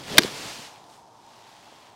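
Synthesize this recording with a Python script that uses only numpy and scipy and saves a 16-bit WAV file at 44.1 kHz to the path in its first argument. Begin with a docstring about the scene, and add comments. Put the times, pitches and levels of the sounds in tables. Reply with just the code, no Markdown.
"""A swish rises as an iron swings down, its shaft shedding eddies, on an open grass range.
The head strikes a golf ball with a crack and a brief ring, overloading the microphone.
It cuts on through the turf and throws up crumbs of soil; the spinning ball fizzes away.
Clothes rustle with the swing, then faintly as the club is lowered, over a far-off roar like a road."""
import sys
import numpy as np
from scipy import signal
from scipy.fft import rfft, irfft
from scipy.io import wavfile
from scipy.ndimage import uniform_filter1d

SR = 44100
rng = np.random.default_rng(int(sys.argv[2]) if len(sys.argv) > 2 else 0)


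def bounce(signal):
    """Save signal as a 16-bit WAV file at the path given by the first command-line argument."""
    frames = np.transpose(np.atleast_2d(signal))
    limited = np.clip(frames, -1, 1)
    pcm = np.round(limited * 32767).astype(np.int16)
    wavfile.write(sys.argv[1], SR, pcm)


N = 85995
T = np.arange(N) / SR


def amp(db):
    """dB to gain."""
    return 10 ** (np.asarray(db) / 20)


def unit(x):
    """Scale to rms 1."""
    return x / np.sqrt(np.mean(x ** 2) + 1e-20)


def curve(rows, column=1):
    """One column of a timed table, interpolated per sample."""
    rows = np.array(rows)
    return np.interp(T, rows[:, 0], rows[:, column])


def noise(spectrum):
    """Noise of rms 1, shaped by rows of f/Hz, relative density/dB."""
    hz, db = np.transpose(spectrum)
    bins_hz = np.fft.rfftfreq(N, 1 / SR)
    gain = amp(np.interp(np.log(bins_hz + 1), np.log(hz), db))
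    return unit(irfft(rfft(rng.standard_normal(N)) * gain, N))


def burst(start_s, rise_s, t60_s, hold_s=0):
    """Envelope: linear rise, hold, exponential decay."""
    age_s = T - start_s
    decay = np.exp(-np.log(1000) * np.maximum(age_s - rise_s - hold_s, 0) / t60_s)
    return np.clip(age_s / rise_s, 0, 1) * decay


def swing():
    """Shaft eddies sing a fuzzy tone, rising with speed and falling as it passes, over a rush of air."""
    # shaft air tone: t/s, f/Hz, level/dB
    swish = [(0, 108.3, -64), (.085, 151.2, -50), (.125, 218.4, -38.5), (.15, 473.7, -34.5),
             (.174, 592.4, -28.5), (.197, 363.4, -31.5), (.225, 320.7, -36.5), (.28, 270.3, -47),
             (.36, 199.9, -71.5)]
    # air around arms and club: t/s, level/dB
    rush_level = [(0, -43.5), (.05, -48), (.125, -35.5), (.18, -37.5), (.255, -39), (.31, -44), (.45, -43),
                  (.52, -53.5), (.62, -50), (.69, -71), (.8, -90.5)]
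    # its spectrum: f/Hz, density/dB
    rush_spectrum = [(25, -30.5), (70, -15.5), (130, -0.5), (250, -4), (450, -4), (900, -10), (2000, -25),
                     (8000, -47.5)]
    width_hz = 135
    pole = np.exp(-np.pi * width_hz / SR)
    white = rng.standard_normal(N) + 1j * rng.standard_normal(N)
    eddies = signal.lfilter([1], np.poly([pole, pole]), white)
    phase_rad = 2 * np.pi * np.cumsum(curve(swish)) / SR
    tone = unit((eddies * np.exp(1j * phase_rad)).real)
    rush = noise(rush_spectrum) * amp(curve(rush_level))
    return tone * amp(curve(swish, column=2)) + rush


def jacket():
    """Cloth slides on cloth in tiny uneven slips; a sleeve brushes past once."""
    # rustle: t/s, level/dB
    rustle_level = [(.055, -44.5), (.122, -35), (.16, -37), (.171, -33), (.2, -37.5), (.236, -33),
                    (.28, -36), (.32, -51.5), (.76, -56.5), (.86, -61.5), (.94, -56), (1.05, -68.5),
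                    (1.16, -64.5), (1.32, -57), (1.52, -55), (1.75, -55.5), (1.87, -54.5), (1.95, -60.5)]
    # coarse rustle: f/Hz, density/dB
    coarse_spectrum = [(100, -13), (600, -3), (1500, 1), (2400, 0.5), (3400, 1.5), (5500, -6), (8000, -10),
                       (11000, -19.5), (15500, -23)]
    # fine, brighter rustle: f/Hz, density/dB
    fine_spectrum = [(100, -13.5), (2400, -10), (3600, -1), (4900, 0.5), (7000, -6), (11000, -13),
                     (15500, -25)]
    # fine rustle in the mix: t/s, power share
    fine_share = [(0, .25), (.8, 0.2), (1.1, 0.6), (1.45, 0.2), (1.65, .2), (1.95, 0)]
    # airy sleeve brush: f/Hz, density/dB
    brush_spectrum = [(500, -8), (3000, -2), (8000, 5), (12000, -5), (15500, -11)]
    grain_db, grain_s = 1.5, .002
    brush_s, brush_sigma_s, brush_db = .937, .057, -63
    grain = unit(uniform_filter1d(rng.standard_normal(N), int(grain_s * SR)))
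    share = curve(fine_share)
    slide = np.sqrt(1 - share) * noise(coarse_spectrum) + np.sqrt(share) * noise(fine_spectrum)
    rustle = unit(slide * amp(grain_db * grain)) * amp(curve(rustle_level))
    brush_gain = amp(brush_db) * np.exp(-.5 * ((T - brush_s) / brush_sigma_s) ** 2)
    return rustle + brush_gain * noise(brush_spectrum)


def roar():
    """Far-off, nearly steady noise like a road."""
    # roar: f/Hz, density/dB
    spectrum = [(20, -27), (50, -19), (78, -15.5), (105, -4), (170, -10), (300, -6), (520, -8), (720, -1),
                (930, 2.5), (1150, -7.5), (1500, -18), (2400, -27), (6000, -22.5), (16000, -45.5)]
    # slow drift: t/s, level/dB
    roar_level = [(0, -53.5), (.7, -49.5), (1.1, -53.5), (1.5, -52.5), (1.95, -53.5)]
    return noise(spectrum) * amp(curve(roar_level))


def snaps():
    """Grass, flying crumbs of soil and creasing cloth give tiny noise bursts."""
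    # snaps: t/s, level/dB
    events = [(0.1735, -15.5), (.222, -23.5), (.2343, -20), (0.236, -26), (.2435, -33), (.759, -42.5),
              (0.841, -44), (.901, -42), (1.493, -44), (1.644, -46)]
    # their spectrum: f/Hz, density/dB
    spectrum = [(200, -10.5), (1500, -1.5), (4500, 8), (8000, -10.5), (16000, -14.5)]
    envelope = sum(amp(db) * burst(at_s, rise_s=.0001, t60_s=.0056) for at_s, db in events)
    return envelope * noise(spectrum)


def strike():
    """Face meets ball: a violent crack and a brief hard ring, boosted for the first milliseconds."""
    # head and ball modes: f/Hz, level before boost/dB, t60/s
    modes = [(1033, -21.5, .03), (1450, -15, 0.01), (1598, -10, 0.035), (1875, -12, .026),
             (2120, -7.5, .023), (2404, -14, 0.029), (3197, -15, 0.036), (3642, -4, 0.021),
             (4275, -12, 0.026), (4443, -14, 0.019), (4745, -15, 0.042), (5373, -12, .024),
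             (5687, -11, .022), (6560, -21.5, .018)]
    # impact crack: f/Hz, density/dB
    crack_spectrum = [(40, -10.5), (150, -4.5), (500, -2.5), (850, -7.5), (1800, -3), (2900, 0),
                      (4500, 1.5), (8000, -7), (13500, -14.5), (16000, -22)]
    strike_s, contact_s = .1815, .0009
    ring = np.zeros(N)
    for k, (hz, db, t60_s) in enumerate(modes):
        tone = (-1) ** k * np.sin(2 * np.pi * hz * (T - strike_s))
        ring += amp(db) * burst(strike_s, contact_s, t60_s) * tone
    crack = amp(-5.5) * burst(strike_s, contact_s, t60_s=.017) * noise(crack_spectrum)
    boost = 1 + amp(4.5) * burst(strike_s, contact_s, t60_s=.005, hold_s=.0045)
    return (ring + crack) * boost


def turf():
    """The head cuts through turf: one short, dull noise burst."""
    # cut: f/Hz, density/dB
    spectrum = [(30, -11), (150, -6), (400, 0.5), (900, -0.5), (2000, -5), (4500, -5), (8000, -14.5),
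                (16000, -32)]
    return amp(-15) * burst(start_s=.186, rise_s=.001, t60_s=.012, hold_s=.0043) * noise(spectrum)


def thuds():
    """Dead blows on the soil: Gaussian pulses about one cycle long."""
    # blows: t/s, f/Hz, level/dB
    blows = [(.187, 500, -18.5), (.193, 283, -12), (0.2489, 410, -17), (0.254, 130, -31),
             (0.458, 167, -34.5), (.595, 209.4, -40), (1.679, 1230, -40), (1.726, 653, -38.5)]
    sigma_cycles = .48
    pulses = np.zeros(N)
    for at_s, hz, db in blows:
        cycles = (T - at_s) * hz
        pulses -= amp(db) * np.exp(-.5 * (cycles / sigma_cycles) ** 2) * np.cos(2 * np.pi * cycles)
    return pulses


def flight():
    """The spinning ball's fizz swells and recedes."""
    # fizz: f/Hz, density/dB
    spectrum = [(100, -12.5), (700, -1.5), (1600, -4), (2800, -1), (4800, -2), (7000, -6.5), (10000, -14),
                (15500, -24.5)]
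    # swell and fade: t/s, level/dB
    fizz_level = [(.18, -70), (.24, -56), (.31, -40), (.38, -37.5), (.5, -37.5), (.57, -41.5), (.66, -43.5),
                  (.74, -56.5), (.9, -78)]
    return noise(spectrum) * amp(curve(fizz_level))


def scene():
    """All sources in open air; mono, no reverberation."""
    return (swing() + jacket() + roar() + snaps() + strike() + turf() + thuds() + flight())[None]


def record(dry):
    """The strike clips at full scale; a low-pass follows."""
    cutoff_hz = 15900
    lowpass = signal.firwin(511, cutoff_hz, window=("kaiser", 9), fs=SR)
    return signal.oaconvolve(np.clip(dry, -1, 1), lowpass[None], "same")


dry = scene()
out = record(dry)
bounce(out)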